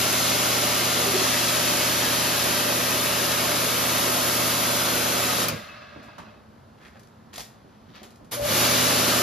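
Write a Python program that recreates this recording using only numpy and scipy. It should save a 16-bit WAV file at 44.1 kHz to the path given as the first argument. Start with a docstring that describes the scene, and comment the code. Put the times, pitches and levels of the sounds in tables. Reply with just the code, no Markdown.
"""Pressure washer rinsing a soapy rug on a concrete workshop floor: droplets drum on the pile, the
water fan hisses, the piston pump drones and its valves rattle the housing. A rubber boot squeaks.
The trigger is let go, the gun snaps shut and the pump coasts down; boots thud, a corner of the wet
rug is peeled up and slaps back. On the next pull the lance spits, a valve squeals and the jet builds."""
import sys
import numpy as np
from scipy import signal
from scipy.fft import rfft, irfft, next_fast_len
from scipy.io import wavfile
from scipy.ndimage import map_coordinates

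SR = 44100
rng = np.random.default_rng(int(sys.argv[2]) if len(sys.argv) > 2 else 0)


def wav_record(signal):
    """Record a signal, one row per channel, as 16-bit PCM in the file named by sys.argv[1]."""
    frames = np.transpose(np.atleast_2d(signal))
    bounded = np.clip(frames, -1, 1)
    # unit amplitude maps onto the largest positive 16-bit level
    quanta = np.round(bounded * 32767).astype(np.int16)
    wavfile.write(sys.argv[1], SR, quanta)


N = 406602
TIME = np.arange(N) / SR
FFT_SIZE = next_fast_len(N + SR)
BINS_HZ = np.maximum(np.fft.rfftfreq(FFT_SIZE, 1 / SR), 1)
RELEASE_S, PULL_S = 5.44, 8.311  # trigger
PRESSURE_RISE_S = 0.035

# pump housing resonances: f/Hz, width/Hz, level/dB
HOUSING_MODES = [(585, 24, 2), (740, 110, -6), (1120, 26, -4), (1245, 28, -3.5), (1430, 70, -8),
                 (1630, 50, 1.5), (1800, 120, -11), (2050, 60, -12), (2480, 110, -10), (2592, 48, -5.5),
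                 (2700, 90, -15), (3760, 90, -14), (4130, 70, -15), (4700, 400, -20), (5770, 70, -23)]
# stereo port pair: f/Hz, coherence, L-R/dB, left lead/rad
STEREO_PORTS = [(100, .9, -1, .2), (300, .8, -2.5, -.3), (600, .5, -1.5, -1.2), (900, .3, -2, -1),
                (1550, .33, -2.5, -1.2), (1800, .82, 1.5, 0), (2300, .92, 1, .05), (3000, .78, .3, .2),
                (4600, .5, 4.3, .5), (5200, .25, 4, -.1), (5900, .43, 2.5, -1.5), (7100, .5, 0, -1.8),
                (8300, .92, 0, -3.14), (10000, .8, -.6, -4.7), (11100, .96, 0, -6.2), (12500, .99, 0, -6.3),
                (13800, .72, 0, -7.85), (15200, .99, 0, -9.4)]


def from_db(db):
    """Decibels to gain."""
    return 10 ** (np.asarray(db) / 20)


def unit_rms(x):
    """Scale to rms 1."""
    return x / np.sqrt(np.mean(x ** 2) + 1e-20)


def in_time(rows):
    """Table columns interpolated per sample."""
    times_s, *columns = np.transpose(rows)
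    return [np.interp(TIME, times_s, c) for c in columns]


def in_frequency(rows):
    """Table columns interpolated per bin, on log f."""
    hz, *columns = np.transpose(rows)
    return [np.interp(np.log(BINS_HZ), np.log(hz), c) for c in columns]


def filtered(x, response):
    """Apply a frequency response."""
    return irfft(rfft(x, FFT_SIZE) * response, FFT_SIZE)[..., :N]


def coloured(x, spectrum):
    """Shape x by a spectrum table; rms 1."""
    return unit_rms(filtered(x, from_db(in_frequency(spectrum)[0])))


def resonated(x, hz, width_hz):
    """One resonance; rms 1."""
    return unit_rms(signal.lfilter(*signal.iirpeak(hz, hz / width_hz, fs=SR), x))


def white():
    """Two independent noises: the ports' shared and differing parts."""
    return rng.standard_normal((2, N))


def drift(knots_per_s):
    """Smooth random curve; rms 1."""
    knots = rng.standard_normal(4096)
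    return unit_rms(map_coordinates(knots, [TIME * knots_per_s], order=2, mode="wrap"))


def drops(per_s, spread_db):
    """Random impacts of uneven size; rms 1."""
    sizes = from_db(spread_db * np.minimum(rng.exponential(1, N), 4))
    return unit_rms(white() * sizes * (rng.random(N) < per_s / SR))


def phase_of(hz):
    """Running phase/rad of a varying frequency."""
    return 2 * np.pi * np.cumsum(hz) / SR


def since(t_s):
    """Seconds after t_s; zero before."""
    return np.maximum(TIME - t_s, 0)


def blow(t_s, t60_s, rise_s):
    """Impact envelope: quick rise, exponential fall."""
    age_s = since(t_s)
    return (1 - np.exp(-age_s / rise_s)) * np.exp(-np.minimum(np.log(1000) * age_s / t60_s, 40))


def swell(middle_s, length_s):
    """Half-cosine envelope."""
    return np.cos(np.pi * np.clip((TIME - middle_s) / length_s, -.5, .5))


def build_up(delay_s, width_s):
    """S-curve, 0 to 1, after the pull."""
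    return (TIME > PULL_S) * (1 + np.tanh((TIME - PULL_S - delay_s) / (2 * width_s))) / 2


def reflected(x):
    """Echoes off floor, body and ceiling comb the sound, swaying as lance and body move."""
    # delay/s, gain, sway/s
    echoes = [(.00082, .06, .00008), (.00122, -.1, .00012), (.0016, .1, .0001), (.0031, .11, .0002),
              (.0053, -.12, .0002), (.00815, .11, .00015), (.0088, -.11, .00012), (.01033, .12, .00005),
              (.01047, -.1, .00005), (.0131, -.11, .0002), (.0166, .12, .0002), (.0203, .11, .0002)]
    out, samples = x, np.arange(N)
    for delay_s, gain, sway_s in echoes:
        lag = np.round((delay_s + sway_s * drift(1.2)) * SR).astype(int)
        out = out + gain * x[:, np.maximum(samples - lag, 0)]
    return out


def sweep_db():
    """Hiss and mist levels as the lance sweeps."""
    # per burst: t/s, hiss/dB, mist/dB
    first_burst = [(0.1, -25.5, -31), (0.2, -25.5, -30.5), (1.0, -26, -32.5), (1.13, -27, -31),
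                   (1.19, -25.5, -34), (1.42, -25.5, -31), (3.39, -26.5, -31.5), (4.17, -27.5, -29.5),
                   (5.3, -27.5, -32)]
    second_burst = [(8.6, -24, -27.5), (8.666, -23, -29.5), (9.2, -25, -30.5)]
    return in_time(np.vstack([first_burst, second_burst]))


def jet_level(spit_db, fall_db_per_s):
    """Steady, dying on release; on the pull the charged hose spits before pump pressure arrives."""
    spit_rise_s, spit_length_s = 0.011, 0.065
    first_burst = from_db(-fall_db_per_s * since(RELEASE_S))
    age_s = since(PULL_S)
    spit = from_db(spit_db) * (1 - np.exp(-age_s / spit_rise_s)) * np.exp(-(age_s / spit_length_s) ** 2)
    return first_burst + np.hypot(spit, build_up(delay_s=0.16, width_s=PRESSURE_RISE_S))


def jet():
    """Droplets drum on the pile, the unevenly breaking fan hisses, its mist adds the top."""
    # spectra: f/Hz, level/dB
    drumming_spectrum = [(25, -55), (45, -35), (70, -23), (150, -8.5), (280, -5.5), (400, -1.5),
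                         (500, -2.5), (620, -2), (900, -2.5), (1250, -3), (1600, -3), (2000, -17.5),
                         (3000, -17.5)]
    hiss_spectrum = [(1100, -47.5), (1800, -1), (2600, 0), (3200, 1), (5200, 0), (6500, -0.5), (7500, -2.5),
                     (8500, -7.5), (10000, -5.5), (13000, -59)]
    mist_spectrum = [(7500, -6), (9500, 1.5), (11200, 5.5), (13000, 1.5), (14500, 1), (15700, -20.5)]
    # hiss top against its body along the sweep: t/s, level/dB
    brightness = [(.2, 1), (.9, -0.7), (1.25, 0.7), (1.85, -0.2), (2.45, -2), (3.45, -2), (4.2, 0.5),
                  (5.3, -0.6)]
    split_hz, dulling_db_per_s = 4500, 150
    hiss_db, mist_db = sweep_db()
    flutter = from_db(.2 * drift(25) + .25 * drift(150))
    nearer_db = 2.5 * (TIME > PULL_S)  # second burst lands closer
    drumming = from_db(-28 + nearer_db) * coloured(white(), drumming_spectrum)
    drumming *= jet_level(spit_db=-5.5, fall_db_per_s=117)
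    hiss = from_db(hiss_db - 0.052) * coloured(white(), hiss_spectrum)
    hiss *= jet_level(spit_db=-7, fall_db_per_s=89)
    body = filtered(hiss, 1 / (1 + (BINS_HZ / split_hz) ** 2))
    collapse_db = dulling_db_per_s * since(RELEASE_S) * (TIME < PULL_S)
    hiss = body + (hiss - body) * from_db(in_time(brightness)[0] - collapse_db)
    mist = from_db(mist_db) * coloured(drops(per_s=33000, spread_db=1.5), mist_spectrum)
    mist *= jet_level(spit_db=-4.5, fall_db_per_s=380)
    return reflected(flutter * (drumming + hiss + mist + surges()))


def motor():
    """Speed (share of full) and load gain: coasts down on release, spins up on the pull."""
    cut_out_s, coast_s, unload_s, unload_db_per_s = RELEASE_S + .04, .6, RELEASE_S + .11, 170
    start_slip, spin_up_s, harder_db = .37, .16, 3.5
    coasting = np.exp(-since(cut_out_s) / coast_s)
    starting = 1 - start_slip * np.exp(-(since(PULL_S) / spin_up_s) ** 2)
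    first_load = from_db(-unload_db_per_s * since(unload_s))
    second_load = from_db(harder_db) * build_up(delay_s=0.16, width_s=0.02)
    return np.where(TIME < PULL_S, coasting, starting), first_load + second_load


def pump():
    """Pistons beat at shaft orders over the motor's magnetic hum; off speed it shudders and growls."""
    # piston lines: shaft order, level/dB, L-R/dB
    orders = [(2, -62, -8), (3, -48.5, 1), (5, -57, 3), (6, -44, -6), (7, -44, -4), (8, -49, -6),
              (9, -39, -3), (10, -48, 5), (11, -50, -9), (12, -46, -2), (13, -49, -6), (14, -50, 4),
              (16, -51, -1), (20, -40, 0), (21, -40.5, 1), (22, -49, -1), (23, -44, 3), (25, -50, -6),
              (26, -48, -9), (30, -52, 5), (39, -52, -6), (43, -52, -6), (45, -49, 0), (63, -51, 0),
              (66, -52, 0), (82, -52, 0), (93, -48, 0), (95, -48, 0)]
    # magnetic hum: harmonic, level/dB
    hum_lines = [(1, -40.5), (2, -50), (3, -52), (5, -48)]
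    # labouring motor: middle/s, length/s, level/dB
    growls = [(5.525, 0.12, -43), (8.437, 0.075, -39)]
    shaft_hz, hum_hz, shudder, judder_db = 28.02, 119.9, 0.302, 2.5
    inrush_s, inrush_db = 0.16, -43
    speed, load = motor()
    slip = 1 - speed
    turns = np.cumsum(shaft_hz * speed * (1 + 0.000454 * drift(4) + shudder * slip * drift(60))) / SR
    port_hz, _, _, port_lead_rad = np.transpose(STEREO_PORTS)
    side = np.array([[.5], [-.5]])
    pistons = np.zeros((2, N))
    for order, db, pan_db in orders:
        lead_rad = np.interp(order * shaft_hz, port_hz, port_lead_rad)
        phase = 2 * np.pi * (order * turns + rng.random()) + side * lead_rad
        slack_db = -1.9 * order * slip  # slow strokes are softer: high lines go first
        pistons += from_db(db - 1.5 + slack_db + 0.87 * drift(4.4) + side * pan_db) * np.sin(phase)
    hum_phase = 2 * np.pi * turns * hum_hz / shaft_hz
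    hum = sum(from_db(db) * np.sin(harmonic * hum_phase + .3 * side) for harmonic, db in hum_lines)
    stroke_phase = 2 * np.pi * 3 * turns
    growl = sum(from_db(db) * swell(t_s, length_s) for t_s, length_s, db in growls)
    growl *= np.sin(stroke_phase) + from_db(-7.5) * np.sin(2 * stroke_phase)
    buzz_phase = 2 * np.pi * hum_hz * TIME  # starting current
    inrush = from_db(inrush_db) * np.sqrt(swell(PULL_S + inrush_s / 2, inrush_s))
    inrush *= np.sin(buzz_phase) + from_db(-5) * np.sin(2 * buzz_phase)
    judder = from_db(judder_db * np.minimum(10 * slip, 1) * drift(70))
    hum *= from_db(0.5 * drift(3.3))
    return np.sqrt(2) * judder * (load * (pistons + hum) + growl + inrush)


def valve_flow():
    """Flow gain: follows the hiss, bleeds on after release until the valves seat, returns on the pull."""
    follow, bleed_db_per_s, seat_s, seated_db_per_s = 0.82, 17, 6.3, 65
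    hiss_db = sweep_db()[0]
    ebb_db = bleed_db_per_s * since(RELEASE_S) + seated_db_per_s * since(seat_s)
    first_burst = from_db(follow * (hiss_db - hiss_db.mean()) - ebb_db)
    return from_db(-40.5) * (first_burst + build_up(delay_s=0.12, width_s=PRESSURE_RISE_S))


def valves():
    """Water forced through the chattering valves rushes and rattles the housing."""
    # f/Hz, level/dB
    rush_spectrum = [(100, -25.5), (500, -5.5), (1200, 13), (2800, 6.5), (5000, 0), (8000, -19),
                     (15000, -37.5)]
    housing_top_hz, chatter_db = 6000, 0.8
    rush = from_db(-2.5) * coloured(white(), rush_spectrum)
    rattle = filtered(drops(per_s=2500, spread_db=0.5), 1 / (1 + (BINS_HZ / housing_top_hz) ** 4))
    for k, (hz, width_hz, db) in enumerate(HOUSING_MODES):
        rush += (-1) ** k * from_db(db - 5.5 + 1.2 * drift(28)) * resonated(rattle, hz, width_hz)
    chatter = from_db(chatter_db * drift(110))
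    return reflected(valve_flow() * chatter * rush)


def room_rumble():
    """Low, nearly steady room noise."""
    # f/Hz, level/dB
    rumble_spectrum = [(25, -28.5), (60, -4.5), (110, -0.5), (165, -4), (195, -6), (218, 6), (245, -5.5),
                       (330, -10), (600, -10), (1400, -15), (2200, -27), (4500, -29), (8000, -37),
                       (15000, -43.5)]
    return from_db(-51.0 + 0.14 * drift(11.0)) * coloured(white(), rumble_spectrum)


def boot_squeaks():
    """Rubber sticks and slips on wet pile: wavering, sagging pitch with a weak octave."""
    # middle/s, length/s, f/Hz, level/dB
    squeaks = [(1.01, .15, 480, -34), (1.083, .085, 403, -30), (1.154, .036, 382, -20.5),
               (1.205, .072, 384, -34)]
    sag_hz_per_s = 120
    waver = 1 + .025 * drift(120)
    out = 0
    for t_s, length_s, hz, db in squeaks:
        phase = phase_of((hz - sag_hz_per_s * (TIME - t_s)) * waver)
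        out += from_db(db) * swell(t_s, length_s) * (np.sin(phase) + from_db(-14.5) * np.sin(2 * phase))
    return np.sqrt(2) * out * [[1], [.4]]


def surges():
    """The fan digs into puddles and the rug's fringe: short midrange gushes."""
    # middle/s, length/s, f/Hz, level/dB
    gushes = [(1.26, 0.15, 1090, -34), (1.34, .16, 1760, -35), (2.06, .2, 1600, -34.5),
              (4.05, .5, 1000, -39), (4.66, 0.11, 990, -34), (4.85, 0.23, 1100, -36)]
    width_hz = 850
    spray = drops(per_s=9000, spread_db=0.5)
    out = 0
    for t_s, length_s, hz, db in gushes:
        band = resonated(resonated(spray, hz, width_hz), hz, width_hz)
        out += from_db(db) * swell(t_s, length_s) * band
    return out


def wet_rug():
    """Soaked pile tears off the floor, squelches and seeps; flung water lands as droplets."""
    # pile lifted by jet or hand, squeezed by landing or boots: t/s, level/dB, rise/s, t60/s
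    peels = [(3.945, -24, .012, .15), (6.765, -55, .02, .3), (6.808, -45.5, .02, 0.24),
             (6.845, -48, .012, .22), (6.92, -56, .015, .25), (6.955, -50, .012, .12)]
    squelches = [(7.328, -34.5, 0.003, 0.14), (7.367, -36, .005, .1), (7.885, -50, .005, 0.23),
                 (7.936, -29.5, 0.025, 0.23), (8.028, -42, .005, 0.18)]
    # t/s, level/dB, t60/s
    splashes = [(6.028, -57, 0.22), (6.181, -48, 0.1), (6.876, -52, 0.023), (6.994, -52, .08),
                (7.031, -54, .06), (7.072, -48, .02), (7.331, -44.5, 0.34), (7.358, -33, 0.034),
                (7.379, -31, 0.04), (7.395, -33, 0.06), (7.405, -46, 0.21), (7.958, -48, .03),
                (8.03, -45, 0.13), (8.103, -55, 0.12), (8.157, -52, .04), (8.245, -57, 0.071),
                (8.317, -34.5, 0.22)]
    # spectra: f/Hz, level/dB
    peel_spectrum = [(300, -20), (900, -1.5), (1600, 8), (2600, -1), (4000, -5.5), (7000, -14),
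                     (15000, -26)]
    squelch_spectrum = [(60, -30), (200, -9.5), (900, 3.5), (2000, 2.5), (3500, 0), (6000, -8), (9000, -28),
                        (15000, -21)]
    droplet_spectrum = [(500, 0), (2500, 1), (5500, 4), (8500, 1), (12000, -5), (15500, -9)]
    crackle = drops(per_s=2800, spread_db=2.5)
    tugs = sum(from_db(db) * blow(t_s, t60_s, rise_s) for t_s, db, rise_s, t60_s in peels)
    squeezes = sum(from_db(db) * blow(t_s, t60_s, rise_s) for t_s, db, rise_s, t60_s in squelches)
    seeping = from_db(-60.5) * swell(middle_s=7.8, length_s=0.88)
    tearing = from_db(-0.5) * tugs * coloured(crackle, peel_spectrum)
    squelching = from_db(-8.5) * (squeezes + seeping) * coloured(crackle, squelch_spectrum)
    showers = sum(from_db(db) * blow(t_s, t60_s, rise_s=0.0013) for t_s, db, t60_s in splashes)
    droplets = coloured(drops(per_s=5700, spread_db=-3.5), droplet_spectrum)
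    return reflected(tearing + squelching + showers * droplets)


def gun():
    """The trigger valve shuts with a bright spit; the jolt rings briefly in the gun."""
    # f/Hz, level/dB
    spit_spectrum = [(500, -19), (3000, -6), (6000, -3.5), (11000, -3.5), (15700, -1.5)]
    # f/Hz, width/Hz, level/dB
    modes = [(1340, 260, -28.5), (2480, 370, -27.5), (4640, 400, -34)]
    snap_s = 5.483
    spit = from_db(-17) * blow(snap_s, t60_s=0.05, rise_s=0.00076) * coloured(white(), spit_spectrum)
    jolt = white()
    clack = sum(from_db(db) * resonated(jolt, hz, width_hz) for hz, width_hz, db in modes)
    return reflected(spit + blow(snap_s, t60_s=0.13, rise_s=0.002) * clack)


def thuds():
    """Boots, lance and rug hit the floor: the softer, the duller; each has a short hollow ring."""
    # t/s, level/dB, low-pass/Hz, ring/Hz, t60/s
    contacts = [(5.959, -39.5, 600, 259, 0.27), (6.082, -40.5, 1500, 950, 0.09),
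                (6.181, -34.5, 3500, 1040, 0.18), (6.184, -43.5, 300, 200, .35), (6.36, -50, 400, 220, 0.2),
                (6.815, -54, 500, 330, 0.13), (6.858, -45, 400, 340, 0.063), (6.955, -50, 1000, 520, .14),
                (6.964, -49, 1800, 1550, .09), (7.38, -30.5, 3000, 690, 0.04),
                (7.395, -37, 1500, 710, 0.12), (7.645, -46, 300, 224, 0.4), (7.88, -49, 250, 170, 0.5),
                (8.015, -45, 700, 378, 0.32), (8.199, -43, 260, 214, 0.45)]
    # f/Hz, level/dB
    knock_spectrum = [(30, -8), (90, 0), (220, 2), (450, -3), (700, 3), (1200, -8), (2500, -14),
                      (6000, -14), (15000, -34)]
    ring_q = 5.5
    knock = coloured(white(), knock_spectrum)
    out = 0
    for t_s, db, lowpass_hz, ring_hz, t60_s in contacts:
        dull = unit_rms(signal.sosfilt(signal.butter(2, lowpass_hz, fs=SR, output="sos"), knock))
        hollow = resonated(knock, ring_hz, ring_hz / ring_q)
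        out += from_db(db) * (0.61 * dull + 0.55 * hollow) * blow(t_s, t60_s, rise_s=0.00091)
    return out


def valve_squeal():
    """Returning pressure sets a valve hooting at the lowest housing mode, growing until it opens."""
    start_s, open_s, t60_s = 8.364, 8.456, 0.098
    throb_hz, throb_depth, roughness = 50, .2, .022
    hz = HOUSING_MODES[0][0]
    throb = 1 + throb_depth * np.sin(phase_of(throb_hz * (1 + .15 * drift(40))))
    tone = np.sqrt(2) * np.sin(phase_of(hz * (1 + roughness * drift(250)))) * [[1], [.4]]
    gush = from_db(-11) * resonated(white(), hz, width_hz=hz / 4)
    growth = np.sqrt(np.clip(since(start_s) / (open_s - start_s), 0, 1))
    hoot = from_db(-23.5 - 60 * since(open_s) / t60_s) * growth
    after_ring = from_db(-34) * swell(middle_s=8.525, length_s=0.097)
    return (hoot + after_ring) * throb * (tone + gush)


def workshop(x, wet_db):
    """Hard walls add a diffuse tail whose treble dies first."""
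    split_hz, low_t60_s, high_t60_s, predelay_s = 4000, 0.65, 0.34, .006
    age_s = TIME[:SR]
    noise = rng.standard_normal((2, SR))
    low = signal.sosfilt(signal.butter(2, split_hz, fs=SR, output="sos"), noise)
    tail = low * from_db(-60 * age_s / low_t60_s) + 2 * (noise - low) * from_db(-60 * age_s / high_t60_s)
    tail *= age_s > predelay_s
    tail /= np.sqrt(np.sum(tail ** 2, axis=1, keepdims=True))
    return x + from_db(wet_db) * filtered(x, rfft(tail, FFT_SIZE))


def ports(x, pan_scale):
    """Shared and differing parts to left and right; coherence, level and phase vary with frequency."""
    coherence, pan_db, lead_rad = in_frequency(STEREO_PORTS)
    shared, differing = rfft(x, FFT_SIZE)
    sign = np.array([[1], [-1]])
    pair = np.sqrt((1 + coherence) / 2) * shared + sign * np.sqrt((1 - coherence) / 2) * differing
    placement = from_db(sign * pan_scale * pan_db / 2) * np.exp(.5j * sign * lead_rad)
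    return irfft(pair * placement, FFT_SIZE)[:, :N]


def scene():
    """Washer, reverberant handling noises and room rumble, in stereo."""
    squeaks = workshop(boot_squeaks(), wet_db=-7.5)
    handling = workshop(wet_rug() + thuds(), wet_db=-6.0)
    rumble = room_rumble()
    washing = jet() + valves() + gun() + squeaks + valve_squeal() + handling
    return ports(washing, pan_scale=1) + ports(rumble, pan_scale=.15) + pump()


def record(dry):
    """Roll off the deepest rumble; cut the top steeply."""
    highpass_hz, lowpass_hz = 36, 15700
    thinned = signal.sosfilt(signal.butter(2, highpass_hz, "high", fs=SR, output="sos"), dry)
    return filtered(thinned, 1 / np.sqrt(1 + (BINS_HZ / lowpass_hz) ** 600))


dry = scene()
out = record(dry)
wav_record(out)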